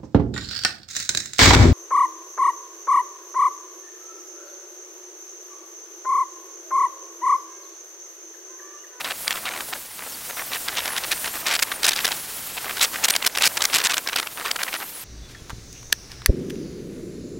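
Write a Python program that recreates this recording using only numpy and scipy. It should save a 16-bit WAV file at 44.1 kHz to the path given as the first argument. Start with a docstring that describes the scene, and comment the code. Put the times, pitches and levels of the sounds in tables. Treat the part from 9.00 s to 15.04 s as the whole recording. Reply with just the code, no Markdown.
"""A handheld gas torch scorches a wooden carving outdoors in the snow, which gives back no echo.
From the start the gas jet hisses over a soft roar, and the flame flutters and tears on the wood in
short sputters. Thin whistles come and go as the jet meets the carving's edges. Just before 3 s the
sputters crackle hard; they pause, return in force between 4 and 5 s, then weaken.
A limiter turns the sound down briefly after the strongest ones."""
import sys
import numpy as np
from scipy import signal
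from scipy.fft import rfft, irfft
from scipy.io import wavfile
from scipy.ndimage import uniform_filter1d

SR = 44100
rng = np.random.default_rng(int(sys.argv[2]) if len(sys.argv) > 2 else 0)


def log_audio(samples):
    """Write samples as a 16-bit WAV file to the path given in sys.argv[1]."""
    # one column per channel
    frames = np.atleast_2d(samples).T
    # limit to full scale, then quantise
    limited = np.clip(frames, -1, 1)
    pcm = np.round(limited * 32767).astype(np.int16)
    wavfile.write(sys.argv[1], SR, pcm)


N = 266364
TIME = np.arange(N) / SR
BIN_HZ = np.maximum(np.fft.rfftfreq(N, 1 / SR), 1)

# the flame tears on the wood: t/s, length/s, level/dB, raggedness (0 = one burst, 1 = a stutter)
FLAME_SPUTTERS = [(.005, 0.014, -28, 0), (.045, 0.014, -26.5, 0), (0.059, 0.032, -34, 0),
                  (0.101, 0.023, -29.5, 0), (.279, 0.0037, -19, 0), (0.305, 0.024, -25.5, 0),
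                  (0.353, 0.033, -32, 0.24), (0.453, 0.039, -28, 0), (0.496, 0.13, -35.5, 0.4),
                  (.727, 0.0097, -26, 0.1), (.76, .005, -31.5, 0), (0.991, 0.049, -39.5, 0.65),
                  (1.062, 0.017, -38, 0), (1.297, 0.015, -33.5, 0), (1.37, 0.053, -32.5, 0.3),
                  (1.516, 0.054, -28.5, 0), (1.68, 0.014, -25.5, 0), (1.718, 0.038, -35.5, 0.4),
                  (1.761, 0.046, -26.5, 0), (1.832, 0.048, -33.5, 0.1), (1.854, 0.039, -29.5, 0.14),
                  (1.903, .055, -35, 0.5), (1.962, .025, -25, 0), (2.033, 0.02, -30, 0.04),
                  (2.113, 0.02, -19.5, 0), (2.243, .037, -27.5, 0.6), (2.34, .037, -33.5, 0.3),
                  (2.464, 0.094, -21.5, 0), (2.562, 0.0039, -25, 0.2), (2.592, 0.0089, -23.5, 0.1),
                  (2.625, 0.011, -10.5, 0.9), (2.672, .04, -34.5, 0.9), (2.716, 0.0095, -22.5, 0.3),
                  (2.831, 0.0043, -15, 0.6), (2.844, 0.012, -16, 0.4), (2.864, 0.0048, -14.5, 0),
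                  (2.88, 0.018, -12.5, 0), (2.907, 0.015, -20.5, 0.6), (2.93, 0.01, -19, 0),
                  (2.958, .052, -26, 0.4), (3.048, 0.0095, -15, 0), (3.066, 0.025, -24.5, 1),
                  (3.105, .023, -28.5, 0), (3.57, 0.018, -29.5, 0.1), (3.644, .04, -35, .5),
                  (3.695, 0.017, -26, 0.6), (3.767, .032, -31.5, 0.8), (3.811, 0.044, -17.5, 0),
                  (3.942, 0.021, -28, 0.2), (4.034, .007, -19.5, 0.1), (4.045, 0.014, -12, 0),
                  (4.083, 0.0068, -16.5, 0), (4.099, 0.011, -18.5, 0), (4.138, .005, -25, 0),
                  (4.152, 0.015, -21, 1), (4.224, 0.0038, -20.5, 0), (4.246, 0.0053, -17.5, 0),
                  (4.264, .013, -9, 0.5), (4.35, 0.011, -24.5, 0), (4.372, 0.017, -21, 1),
                  (4.41, 0.015, -20.5, 0.5), (4.435, 0.0075, -12, 0.2), (4.447, 0.031, -12.5, 0.2),
                  (4.572, 0.0092, -21.5, 0.3), (4.607, .018, -22.5, 0.45), (4.64, 0.018, -20, 0.26),
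                  (4.727, .01, -24, 0.1), (4.739, 0.029, -16.5, 0), (4.768, 0.05, -24, 0.43),
                  (4.838, 0.037, -18.5, 0.13), (4.895, 0.03, -24, 0.23), (4.936, .01, -20, 0.8),
                  (4.969, 0.015, -23, 0.8), (5.073, 0.0039, -21.5, 0.2), (5.086, 0.013, -25, 1),
                  (5.129, 0.014, -26.5, 0.5), (5.16, 0.043, -24, 0.37), (5.228, 0.0069, -27, 0),
                  (5.271, 0.0037, -26.5, 0), (5.371, .058, -36, 0.16), (5.445, .05, -28, 0),
                  (5.511, 0.0041, -22, 0), (5.559, 0.007, -23.5, 0.4), (5.59, 0.029, -29, 0.27),
                  (5.632, 0.0058, -21, 0), (5.678, 0.016, -30.5, 0.03), (5.725, 0.043, -29, 0.27),
                  (5.802, .04, -35.5, 0.15)]
# tone colour of the flame, before its treble is rolled off: f/Hz, relative level/dB
FLAME_SPECTRUM = [(40, -22), (150, -16.5), (300, -8), (550, -4.5), (1000, -1), (1600, 2.2), (3000, 3.5),
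                  (6000, 3), (10000, 4), (16000, 4.5)]
# the sharpest cracks: t/s, relative level/dB
FLAME_SNAPS = [(0.046, -16), (0.279, -1), (1.786, -14), (1.98, -10), (2.5968, -7), (2.8324, -5),
               (2.8837, -10), (2.935, -8), (2.963, -6), (4.153, -9), (4.1632, 4), (4.374, -4), (4.571, -6),
               (4.897, -8), (5.162, -1.5), (5.515, -3)]
# strength of the gas jet as the torch is turned: t/s, relative level/dB
JET_STRENGTH = [(0, -39.5), (.36, -34), (.5, -39), (.68, -37), (.9, -40), (1.13, -36.5), (1.5, -36.5),
                (2.35, -35.5), (2.5, -39), (2.95, -35.5), (3.25, -36), (3.7, -36), (4.3, -38),
                (4.58, -36.5), (5.05, -39.5), (5.35, -39.5), (6.04, -39)]
# tone colour of the hiss: f/Hz, relative level/dB
HISS_SPECTRUM = [(100, -20), (2500, -23), (4500, -8), (6500, -4.5), (9500, -1.5), (13000, 0), (16000, 0)]
# tone colour of the roar: f/Hz, relative level/dB
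ROAR_SPECTRUM = [(20, -1.5), (60, -1.5), (150, -1.5), (400, -3), (800, 0), (1500, 1), (3000, 0),
                 (6000, -1.5), (9000, -2.5), (16000, -3.5)]
# the roar swells where the flame spreads over the wood: t/s, level/dB added to the jet's
ROAR_SWELL = [(0, -1.5), (.5, -1.5), (1.4, -2.5), (1.85, 0), (2.25, 2), (2.55, -0.5), (3.05, 1),
              (3.45, 0.5), (4.1, 2), (4.45, 1.5), (4.8, 1), (5.3, -0.5), (6.04, -0.5)]
# whistles on the carving's edges: relative level/dB, warble as a share of pitch, glide [(t/s, f/Hz), ..]
EDGE_WHISTLES = [(-48, 0.12, [(.34, 7800), (.45, 10200), (.52, 7800), (.63, 8300)]),
                 (-45.5, 0.0092, [(1.02, 11600), (1.09, 6900), (1.16, 4100)]),
                 (-43.5, 0.0228, [(1.28, 6700), (1.37, 5600), (1.42, 5800)]), (-42, .02, [(1.46, 13900),
                 (1.54, 12700)]), (-36.5, 0.04, [(1.79, 12000), (1.89, 10360), (1.99, 10900)]),
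                 (-40, 0.0146, [(2.08, 12340), (2.115, 11600), (2.16, 8800), (2.24, 10900), (2.33, 11800),
                 (2.42, 13300)]), (-48, 0.0086, [(2.56, 13600), (2.68, 11600)]),
                 (-40, 0.0144, [(2.71, 10000), (2.775, 9500)]), (-41.5, .04, [(3.02, 12500), (3.08, 10700),
                 (3.18, 11140), (3.28, 10000), (3.38, 10150), (3.5, 13100)]), (-34, 0.0172, [(4.11, 8350),
                 (4.16, 10700)]), (-49, .01, [(4.66, 8800), (4.71, 11400)]), (-44, .01, [(5.235, 10200),
                 (5.275, 12800), (5.31, 12500)]), (-45, .04, [(5.36, 9700), (5.48, 8200)]),
                 (-40.5, 0.0104, [(5.75, 9240), (5.795, 12000), (5.87, 13250), (5.91, 13350), (5.95, 10350),
                 (5.99, 9700), (6.04, 14200)])]
# faint tone of the nozzle: t/s, f/Hz, relative level/dB
NOZZLE_TONE = [(0, 9550, -48.5), (.72, 9450, -53), (.82, 10000, -48), (1.15, 9350, -49), (1.8, 9230, -52),
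               (2.22, 9000, -44), (2.42, 8780, -53), (2.8, 9100, -60), (6.04, 9240, -54)]


def sputter_power(steepness, fringe_share, build_s, stop_s):
    """Each sputter builds up and stops abruptly; a ragged one falls apart into single tears."""
    power = np.zeros(N)
    for start, length, db, ragged in FLAME_SPUTTERS:
        near = slice(max(int((start - 10 * build_s) * SR), 0), int((start + length + 10 * stop_s) * SR))
        age = TIME[near] - start
        burst = np.exp(-np.abs(2 * age / length - 1) ** steepness)
        # the flame flutters weakly before it tears, and is calm almost at once afterwards
        fringe = fringe_share * np.exp(np.minimum(age, 0) / build_s - np.maximum(age - length, 0) / stop_s)
        solid = (1 - np.clip(ragged, 0, 1)) ** 2
        power[near] += from_db(db) ** 2 * (solid * (burst + fringe) + (1 - solid) * tears(age, length))
    return power


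def tears(age, length, per_s=70, tear_s=0.0046, jitter=0.11, spread_db=2):
    """The flame tears again and again, unevenly, through one sputter; the average power is 1."""
    count = max(int(length * per_s + np.e / 2), 2)
    gap_chance, level_chance = rng.standard_normal((20, 2))[:count].T
    places = np.cumsum(np.exp(jitter * gap_chance))
    centres = tear_s / 2 + (length - tear_s) * (places - places[0]) / (places[-1] - places[0])
    pulses = np.exp(-(2 * (age - centres[:, None]) / tear_s) ** 2)
    run = from_db(spread_db * level_chance) ** 2 @ pulses
    return run / (run.sum() / SR / length)


def flame_unrest(flutter_db, calm_db, linger_s, follows, lumpy_db, flicker_db):
    """How unsteadily the flame burns: the sputters, plus a flutter that swells around them."""
    power = sputter_power(steepness=10.6, fringe_share=0.14, build_s=0.0031, stop_s=0.00072)
    blur = np.exp(-np.abs(TIME - TIME.mean()) / linger_s) / (2 * linger_s * SR)
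    nearby = signal.fftconvolve(power, blur, "same")
    stirred = np.clip(nearby / from_db(-30) ** 2, 1e-9, 1) ** follows
    flutter = (from_db(calm_db) + from_db(flutter_db) * stirred) * from_db(lumpy_db * drift(170))
    # single swirls burn off within a millisecond or so
    return np.sqrt(power + flutter ** 2) * from_db(flicker_db * drift(900))


def flame_noise(unrest, corner_hz, db_per_octave, slope, body_ratio, patchy_db):
    """Burning gas: the harder the flame tears, the smaller its swirls and the brighter it sounds."""
    above_db = 20 * np.log10(unrest / from_db(-29.5))
    corner = np.minimum(corner_hz * 2 ** (above_db / db_per_octave), 6800)   # treble fades above this
    edges = np.geomspace(60, 17000, 17)
    white = rng.standard_normal((2, N))
    out, power = 0, 0
    for k, (low, high) in enumerate(zip(edges, edges[1:])):
        hz = np.sqrt(low * high)
        band_pass = signal.butter(2, [low, high], "band", fs=SR, output="sos")
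        band = rms_one(signal.sosfilt(band_pass, white[k % 2]))
        share = from_db(at_hz(FLAME_SPECTRUM, hz)) ** 2 * (high - low) / (1 + (hz / corner) ** slope)
        # the low end thins as the swirls shrink
        share = share * (1 - 0.51 / (1 + (hz / (body_ratio * corner)) ** 2))
        out = out + band * np.sqrt(share) * from_db(patchy_db * drift(90))
        power = power + share
    return unrest * out / np.sqrt(power)


def cracks(unrest, max_per_s, gain_db, full_db, bright_hz):
    """Pockets of gas go off as tiny shocks, more often when the flame is strongly torn."""
    fired = rng.random(N) < max_per_s / SR * np.minimum(unrest / from_db(full_db), 1)
    clicks = -unrest * fired * rng.uniform(0.23, 1, N)
    shocks = low_pass(clicks + 1e-18, bright_hz)
    return from_db(gain_db) * (shocks - low_pass(shocks, 1200))


def snaps(gain_db, fizz, fizz_s, low_hz, high_hz, ring_hz, ring_db, ring_s):
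    """The sharpest cracks: one shock, a millisecond of fizz and a brief ring of the burner tube."""
    out, age = np.zeros(N), TIME[:SR // 100]
    ring = from_db(ring_db) * np.sin(2 * np.pi * ring_hz * age) * np.exp(-age / ring_s)
    for start_s, db in FLAME_SNAPS:
        snap = fizz * rng.standard_normal(len(age)) * np.exp(-age / fizz_s) + ring
        snap[:2] -= 1   # the shock
        start = int(start_s * SR)
        out[start:start + len(age)] += from_db(db + gain_db) * snap
    out = low_pass(low_pass(out + 1e-18, high_hz), high_hz)
    return out - low_pass(out, low_hz)


def gas_jet(jet_db):
    """Rushing gas hisses over a soft roar, which swells as the flame spreads over the wood."""
    hiss = from_db(jet_db + 0.5 + 2.3 * drift(30)) * coloured_noise(HISS_SPECTRUM)
    swell_db, = in_time(ROAR_SWELL)
    roar = from_db(jet_db + swell_db + 0.8 + 1.5 * drift(70)) * coloured_noise(ROAR_SPECTRUM)
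    return hiss + roar


def edge_whistles(gain_db, wobble_hz, flicker_db, warbles_per_s):
    """The jet whistles on the carving's edges: thin gliding tones that warble as the torch trembles."""
    gain, hz, tremor = np.zeros(N), np.zeros(N), drift(warbles_per_s)
    for db, warble, glide in EDGE_WHISTLES:
        on = (TIME > glide[0][0]) & (TIME < glide[-1][0])
        gain[on] = signal.windows.tukey(on.sum(), .1) * from_db(db + gain_db)
        hz[on] = in_time(glide, TIME[on])[0] * (1 + warble * tremor[on])
    return gain * rough_tone(hz, wobble_hz, flicker_db)


def stray_whistle(jet_db, gain_db, centre_hz, octaves, fitful_db):
    """A fainter edge whistle wanders at random and only now and then stands out of the hiss."""
    hz = centre_hz * 2 ** (octaves * drift(24))
    tone = rough_tone(hz, wobble_hz=220, flicker_db=4.0)
    return from_db(jet_db + gain_db - fitful_db * drift(20)) * tone


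def nozzle_tone(gain_db, width_hz, fitful_db):
    """The nozzle rings faintly around one high pitch, fed unevenly by the gas flow."""
    hz, db = in_time(NOZZLE_TONE)
    phase = 2 * np.pi * np.cumsum(hz) / SR
    ring = rms_one(drift(width_hz) * np.cos(phase) + drift(width_hz) * np.sin(phase))
    return from_db(db + gain_db + fitful_db * drift(14)) * ring


def rough_tone(hz, wobble_hz, flicker_db):
    """A tone whose pitch and strength are shaken by the swirling jet."""
    phase = 2 * np.pi * np.cumsum(hz + wobble_hz * drift(260)) / SR
    return from_db(flicker_db * drift(110)) * np.sin(phase)


def from_db(db):
    """Turn decibels into a number to multiply by."""
    return 10 ** (np.asarray(db) / 20)


def rms_one(x):
    """Scale a signal so that its average power is 1."""
    return x / np.sqrt(np.mean(x ** 2) + 1e-20)


def in_time(rows, t=TIME):
    """Join a table's points with straight lines: one curve for each column after the time."""
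    times, *columns = np.transpose(rows)
    return [np.interp(t, times, column) for column in columns]


def at_hz(spectrum, hz):
    """Look up a spectrum's level at any frequency, with octaves evenly spaced."""
    points_hz, db = np.transpose(spectrum)
    return np.interp(np.log(hz), np.log(points_hz), db)


def drift(rate):
    """A random wander, typically about 1 in size, that heads for a new value `rate` times a second."""
    targets = np.clip(rng.standard_normal(N), -2.2, 2.2)
    return 1.2 * np.interp(TIME * rate, np.arange(N), targets)


def coloured_noise(spectrum):
    """Noise with the given tone colour and an average power of 1."""
    gains = from_db(at_hz(spectrum, BIN_HZ))
    return rms_one(irfft(rfft(rng.standard_normal(N)) * gains, N))


def low_pass(x, hz):
    """Smooth a signal, gently weakening what lies above `hz`."""
    memory = np.exp(-2 * np.pi * hz / SR)
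    return signal.lfilter([1 - memory], [1, -memory], x)


def limiter(x, threshold_db, share, release_db_per_s):
    """Turn the sound down at once by a share of its excess over the threshold, then creep back up."""
    level_db = 10 * np.log10(np.maximum(uniform_filter1d(x[0] ** 2, size=220), 1e-12))
    excess_db = np.maximum(level_db - threshold_db, 0)
    ramp = release_db_per_s * TIME
    cut_db = np.maximum.accumulate(share * excess_db + ramp) - ramp
    return x * from_db(-low_pass(cut_db, 300))


def scene():
    """Jet and flame come from one spot, the same in both channels."""
    jet_db, = in_time(JET_STRENGTH)
    jet = gas_jet(jet_db)
    unrest = flame_unrest(flutter_db=-44.5, calm_db=-56.5, linger_s=0.017, follows=0.61,
                          lumpy_db=4.5, flicker_db=4.0)
    flame = flame_noise(unrest, corner_hz=1970, db_per_octave=9.5, slope=4.44,
                        body_ratio=0.48, patchy_db=2.0)
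    flame += cracks(unrest, max_per_s=320, gain_db=2.0, full_db=-22.0, bright_hz=5000)
    flame += snaps(gain_db=2.5, fizz=0.72, fizz_s=0.00098, low_hz=1790, high_hz=7840,
                   ring_hz=4720, ring_db=-8.5, ring_s=0.0014)
    tones = edge_whistles(gain_db=2.0, wobble_hz=151, flicker_db=3.5, warbles_per_s=90)
    tones += stray_whistle(jet_db, gain_db=-9.5, centre_hz=9120, octaves=0.3, fitful_db=2.0)
    tones += nozzle_tone(gain_db=-1.5, width_hz=250, fitful_db=3.2)
    return np.tile(jet + flame + tones, (2, 1))


def record(dry):
    """Turn down the loudest moments, round off the peaks and cut away the highest treble."""
    limited = limiter(dry, threshold_db=-13.0, share=0.83, release_db_per_s=52)
    ceiling, cutoff_hz = .75, 15900
    rounded = ceiling * np.tanh(limited / ceiling)
    return signal.sosfilt(signal.ellip(12, .1, 80, cutoff_hz, fs=SR, output="sos"), rounded)


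dry = scene()
out = record(dry)
log_audio(out)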